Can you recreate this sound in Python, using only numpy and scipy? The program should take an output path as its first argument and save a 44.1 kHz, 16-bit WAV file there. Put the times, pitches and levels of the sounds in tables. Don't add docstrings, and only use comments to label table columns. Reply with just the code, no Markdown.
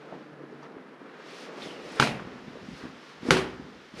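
import sys
import numpy as np
from scipy import signal
from scipy.fft import rfft, irfft
from scipy.io import wavfile
from scipy.ndimage import uniform_filter1d

SR = 44100
rng = np.random.default_rng(int(sys.argv[2]) if len(sys.argv) > 2 else 0)


def digitize_waveform(pressure):
    field = np.atleast_2d(pressure).T
    bounded = np.clip(field, -1, 1)
    quanta = np.round(bounded * 32767).astype(np.int16)
    wavfile.write(sys.argv[1], SR, quanta)


N = 176400
T = np.arange(N) / SR
FREQS = np.arange(N // 2 + 1) * SR / N + 1


# t/s, crack level/dB, crack cutoff f/Hz, ring level/dB, tail level/dB
FIRST_IMPACTS = [(1.9985, -10.5, 7800, -25, -23.5), (2.0200, -24, 3000, -37.5, -39),
                 (2.0246, -14.5, 1310, -29.5, -25.5), (2.0720, -28.5, 7000, -41, -36.5)]
SECOND_IMPACTS = [(3.3065, -8, 11200, -19, -20.5), (3.314, -20, 7000, -31.5, -37),
                  (3.3210, -27, 8000, -30.5, -28.5), (3.3680, -22, 3000, -38, -30.5)]
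# f/Hz, relative level/dB, T60/s
FIRST_SASH_MODES = [(135, -1.5, 0.15), (183, -16, .5), (233.5, 3, 0.15), (347, -9, 0.11), (425, -15, 0.25),
                    (580, -11, 0.15), (622, -4.5, .2), (780, -4, .2), (864, 6, 0.076), (985, -6, 0.22),
                    (1382, 8, 0.043), (2460, -8, 0.12)]
SECOND_SASH_MODES = [(64.3, -17.5, 0.8), (139.8, -8, 0.33), (169.5, -2, 0.26), (246.4, -10, 0.54),
                     (312.6, -10, 0.53), (378, -3.5, 0.51), (455, -2.5, 0.17), (511.7, 5, 0.12),
                     (1380, -19, 0.17), (1410, -6, 0.23), (1544, -12.5, 0.21)]
# f/Hz, relative level/dB
FIRST_TAIL_SPECTRUM = [(29, -49), (50, -16), (95, -19), (130, -1), (220, 1), (520, -5), (797, -1.5),
                       (950, -9.5), (1450, -9.5), (1900, -8.5), (2550, -3.5), (3350, -10.5), (4000, -8),
                       (5200, -13), (8460, -21), (10500, -24.5), (15000, -49)]
SECOND_TAIL_SPECTRUM = [(29, -38), (50, -30), (98, -8), (266, -10), (337, -2.5), (380, -2), (674, -8),
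                        (1170, -7), (1550, -8.5), (2820, -8.5), (4000, -11), (10000, -25), (15000, -51)]
def sash(impacts, modes, tail_spectrum):
    wood, t = np.zeros(N), T[:SR]
    onset = 1 - np.exp(-t / 0.00057)
    for start, _, _, ring_db, _ in impacts:
        scatter = rng.uniform(-1.09, 1, (len(modes), 2))
        ring = np.zeros(SR)
        for (hz, db, t60), (detune, half_turns) in zip(modes, scatter):
            phase = 2 * np.pi * hz * (1 + 0.0022 * detune) * t + np.pi * half_turns
            ring += undb(db) * decay(t60) * np.sin(phase)
        add(wood, start, undb(ring_db) * ring * onset)
    tail_hits = [(start, db) for start, *_, db in impacts]
    return wood + cracks(impacts) + reverberation(tail_hits, tail_spectrum)


# f/Hz, relative level/dB
CRACK_SPECTRUM = [(100, -39), (520, 5), (800, -3.5), (1450, 9.5), (2000, -4), (3200, -3.5), (4200, -2),
                  (6000, -14.5), (9000, -23), (15000, -57)]
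def cracks(impacts, rise_s=0.0003, hold_s=0.0027, fall_s=0.0005):
    out, chatter = np.zeros(N), noise(CRACK_SPECTRUM)
    t = T[:SR // 50]
    envelope = np.minimum(t / rise_s, 1) * np.exp(-np.maximum(t - hold_s, 0) / fall_s)
    for k, (start, db, cutoff_hz, _, _) in enumerate(impacts):
        dulled = signal.sosfilt(signal.butter(1, cutoff_hz, fs=SR, output="sos"), chatter)
        burst = envelope * dulled[k * len(t):(k + 1) * len(t)]
        energy_gain = np.sqrt(np.sum(envelope ** 2) / np.sum(burst ** 2))
        add(out, start, undb(db) * energy_gain * burst)
    return out


# f/Hz, level/dB relative to the crack, T60/s
GLASS_MODES = [(9636, -42, .4), (9700, -49, .3)]
def pane():
    out = np.zeros(N)
    start, crack_db = FIRST_IMPACTS[0][:2]
    for hz, db, t60 in GLASS_MODES:
        add(out, start, undb(crack_db + db) * decay(t60) * np.sin(2 * np.pi * hz * T[:SR]))
    return out


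# f/Hz, T60/s
REVERB_TIMES = [(80, 0.63), (250, 0.73), (600, 0.45), (1500, 0.51), (4000, 0.27), (9000, 0.19),
                (15000, 0.28)]
def reverberation(hits, spectrum, build_s=0.0012):
    out, field = np.zeros(N), rfft(noise(spectrum))
    centres = np.geomspace(60, 15360, 9)
    onset = 1 - np.exp(-T[:SR] / build_s)
    for hz in centres:
        octaves_away = np.abs(np.log2(np.clip(FREQS, centres[0], centres[-1]) / hz))
        band = irfft(field * np.clip(1 - octaves_away, 0, 1), N)
        envelope = onset * decay(over_hz(REVERB_TIMES, hz))
        power = np.zeros(N)
        for start, db in hits:
            add(power, start, (undb(db) * envelope) ** 2)
        out += band * np.sqrt(power)
    return out


# t/s, level/dB, f/Hz
SOFT_CONTACTS = [(.124, -31.5, 673), (0.129, -40, 250), (0.161, -41, 240), (.411, -39, 446),
                 (0.436, -37, 380), (0.525, -36, 345), (.767, -32.5, 328), (.812, -38.5, 286),
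                 (1.015, -35, 383), (2.272, -30.5, 244), (2.32, -34.5, 274), (2.479, -31, 221),
                 (2.555, -35, 477), (2.57, -34, 430), (2.685, -29.5, 228), (2.837, -32, 250),
                 (2.853, -29.5, 248), (3.230, -28, 226), (3.252, -24.5, 284), (3.286, -15.5, 283),
                 (3.596, -31, 238), (3.65, -33.5, 250), (3.938, -36, 237)]
# f/Hz, relative level/dB
BUMP_TAIL_SPECTRUM = [(70, -41), (140, 4.5), (260, 20), (500, -20), (900, -2.5), (3000, -15), (12000, -51)]
def bumps(rise_s=0.002, highpass_hz=121, tail_db=-15.5):
    direct, t = np.zeros(N), T[:SR // 10]
    envelope = (t / rise_s * np.exp(1 - t / rise_s)) ** 1.42
    for start, db, hz in SOFT_CONTACTS:
        add(direct, start, undb(db) * envelope * np.sin(2 * np.pi * hz * t))
    direct = signal.sosfilt(signal.butter(2, highpass_hz, "high", fs=SR, output="sos"), direct)
    tail = reverberation([(start, db) for start, db, _ in SOFT_CONTACTS], BUMP_TAIL_SPECTRUM)
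    return direct + undb(tail_db) * tail


# t/s, level/dB
RUB_ENVELOPE = [(0, -53), (.12, -44.5), (.3, -54.5), (.41, -49.5), (.58, -51.5), (.78, -47.5), (.88, -56),
                (1.2, -52), (1.5, -46.5), (1.62, -40), (1.82, -45.5), (1.98, -42), (2.4, -51), (2.86, -51),
                (3.0, -58), (3.2, -60.5), (3.28, -36.5), (3.45, -54), (3.74, -51.5), (3.92, -62),
                (4, -41.5)]
RUMBLE_ENVELOPE = [(0, -78), (1.5, -79), (1.65, -64), (1.995, -65), (2.04, -51), (2.45, -52.5), (2.85, -57),
                   (3.15, -75), (3.27, -44), (3.6, -57.5), (3.9, -69), (4, -42.5)]
# f/Hz, relative level/dB
RUB_SPECTRUM = [(30, -45), (112, -52), (140, -7), (200, -2), (260, 1.5), (470, 2.5), (700, -5.5),
                (1200, -15), (4000, -84)]
RUMBLE_SPECTRUM = [(20, -11), (45, 6), (65, 10), (110, 12.5), (200, 18), (500, -69)]
def handling():
    rub = friction(RUB_ENVELOPE, RUB_SPECTRUM, rough_db=1, catch_hz=72)
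    rumble = friction(RUMBLE_ENVELOPE, RUMBLE_SPECTRUM, rough_db=3.8, catch_hz=25)
    return rub + rumble


# t/s, level/dB
SLIDE_ENVELOPE = [(0, -53.5), (.13, -50.5), (.3, -54.5), (.58, -54.5), (.64, -50), (.72, -55.5),
                  (.92, -53.5), (1.15, -49.5), (1.62, -48.5), (1.8, -49.5), (1.96, -48), (1.995, -36),
                  (2.1, -45.5), (2.5, -52.5), (2.72, -54), (2.83, -47.5), (2.95, -53), (3.21, -51.5),
                  (3.29, -44.5), (3.45, -50), (3.93, -57), (4, -49)]
# f/Hz, relative level/dB
SLIDE_SPECTRUM = [(150, -31), (400, 6), (650, -1.5), (1300, 3), (2000, -3), (2700, -9), (5000, -20),
                  (12000, -46)]
def sliding_wood():
    return friction(SLIDE_ENVELOPE, SLIDE_SPECTRUM, rough_db=1, catch_hz=140)


# t/s, f/Hz, level/dB
SQUEAK_GLIDE = [(1.615, 3645, -54), (1.715, 2980, -50), (1.76, 2750, -55), (1.919, 2550, -57.5)]
def squeak(width_hz=600, catch_hz=110, rough_db=2.5):
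    times, hz, db = np.array(SQUEAK_GLIDE, float).T
    pitch = np.interp(T, times, hz) * (1 + 0.035 * wander(catch_hz))
    grip = undb(rough_db * wander(catch_hz))
    envelope = np.interp(T, times, undb(db), left=0, right=0)
    return narrowband(pitch, width_hz) * grip * envelope


# f/Hz, bandwidth/Hz, relative level/dB
HUM_MODES = [(147, 13.4, -1), (308, 34, 1), (448, 52, -1)]
# t/s, level/dB
HUM_ENVELOPE = [(0, -58), (.55, -51.5), (.75, -81)]
def sash_hum():
    times, db = np.array(HUM_ENVELOPE, float).T
    hum = sum(undb(mode_db) * narrowband(hz, width) for hz, width, mode_db in HUM_MODES)
    return hum * np.interp(T, times, undb(db), right=0)


# t/s, level/dB, f/Hz
FITTING_TICKS = [(.125, -40.5, 753), (0.627, -39.5, 1085), (.630, -56, 4900), (1.620, -39, 3820),
                 (2.195, -35, 1220), (2.82, -44, 1694)]
def ticks(rise_s=0.00094, relative_width=0.53):
    out = np.zeros(N)
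    onset = np.minimum(T[:SR] / rise_s, 1)
    envelope = onset * (decay(t60=0.035) + undb(-8.5) * decay(t60=0.3))
    for start, db, hz in FITTING_TICKS:
        add(out, start, undb(db) * envelope * narrowband(hz, relative_width * hz)[:SR])
    return out


# t/s, level/dB
SWISH_ENVELOPE = [(0, -64), (.2, -65.5), (.4, -73), (.62, -67), (1.0, -82), (1.2, -61), (1.29, -51.5),
                  (1.44, -49), (1.51, -57.5), (1.65, -47), (1.78, -54.5), (1.96, -47.5), (2.3, -59),
                  (2.6, -57), (2.79, -51.5), (2.929, -57.5), (3.1, -54.5), (3.2, -58.5), (3.282, -45.5),
                  (3.6, -59), (3.93, -57.5), (4, -46.5)]
# f/Hz, relative level/dB
SWISH_SPECTRUM = [(600, -59), (1800, 6), (3300, 3.5), (5200, -1.5), (7000, -11.5), (10000, -28.5),
                  (13000, -27), (15500, -68)]
RASP_SPECTRUM = [(3000, -24), (5100, 5), (6800, -6), (10000, -8), (14500, -35)]
def curtain(rasp_peak_db=-51.5, rasp_db_per_db=1.95, rasp_rough_db=1.6):
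    times, db = np.array(SWISH_ENVELOPE, float).T
    swish_re_peak_db = np.interp(T, times, db) - db.max()
    rasp_db = rasp_peak_db + rasp_db_per_db * swish_re_peak_db
    rasp = noise(RASP_SPECTRUM) * undb(rasp_db + rasp_rough_db * wander(rate_hz=500))
    return rasp + friction(SWISH_ENVELOPE, SWISH_SPECTRUM, rough_db=0.05, catch_hz=300)


# f/Hz, relative level/dB
WIND_SPECTRUM = [(25, -36), (100, -34), (145, 11.5), (300, 12), (700, -13), (1700, 5.5), (3500, -38),
                 (10000, -26.5), (12000, -32), (14000, -66)]
def wind(level_db=-57.5, drift_db=0.5):
    return noise(WIND_SPECTRUM) * undb(level_db + drift_db * wander(rate_hz=0.94))


def friction(envelope, spectrum, rough_db, catch_hz):
    times, db = np.array(envelope, float).T
    return noise(spectrum) * undb(np.interp(T, times, db) + rough_db * wander(catch_hz))


def narrowband(hz, width_hz):
    phase = 2 * np.pi * np.cumsum(hz * np.ones(N)) / SR
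    return (wander(width_hz) * np.cos(phase) + wander(width_hz) * np.sin(phase)) / np.sqrt(2)


def noise(spectrum):
    phasors = np.exp(2j * np.pi * rng.random(len(FREQS)))
    x = irfft(phasors * undb(over_hz(spectrum, FREQS)), N)
    return x / x.std()


def wander(rate_hz):
    size = max(int(SR / rate_hz), 1)
    x = uniform_filter1d(uniform_filter1d(rng.standard_normal(N), size), size)
    return x / x.std()


def decay(t60):
    return np.exp(-np.log(1000) * T[:SR] / t60)


def over_hz(table, hz):
    points, values = np.array(table, float).T
    return np.interp(np.log(hz), np.log(points), values)


def undb(db):
    return 10 ** (np.asarray(db) / 20)


def add(out, start, sound):
    i = int(start * SR)
    out[i:i + len(sound)] += sound[:N - i]


def scene():
    first = sash(FIRST_IMPACTS, FIRST_SASH_MODES, FIRST_TAIL_SPECTRUM)
    second = sash(SECOND_IMPACTS, SECOND_SASH_MODES, SECOND_TAIL_SPECTRUM)
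    hands = handling() + bumps()
    swinging = sliding_wood() + squeak() + sash_hum()
    background = wind() + ticks() + curtain()
    mid = first + second + pane() + hands + swinging + background
    side = undb(-52.5) * np.gradient(mid) * SR / (2 * np.pi * 600)
    return np.array([mid + side, mid - side])


def record(dry, ceiling=0.8, cutoff_hz=15800):
    rounded = dry / (1 + (dry / ceiling) ** 4) ** 0.25
    return signal.sosfilt(signal.ellip(8, 0.2, 70, cutoff_hz, fs=SR, output="sos"), rounded)


dry = scene()
out = record(dry)
digitize_waveform(out)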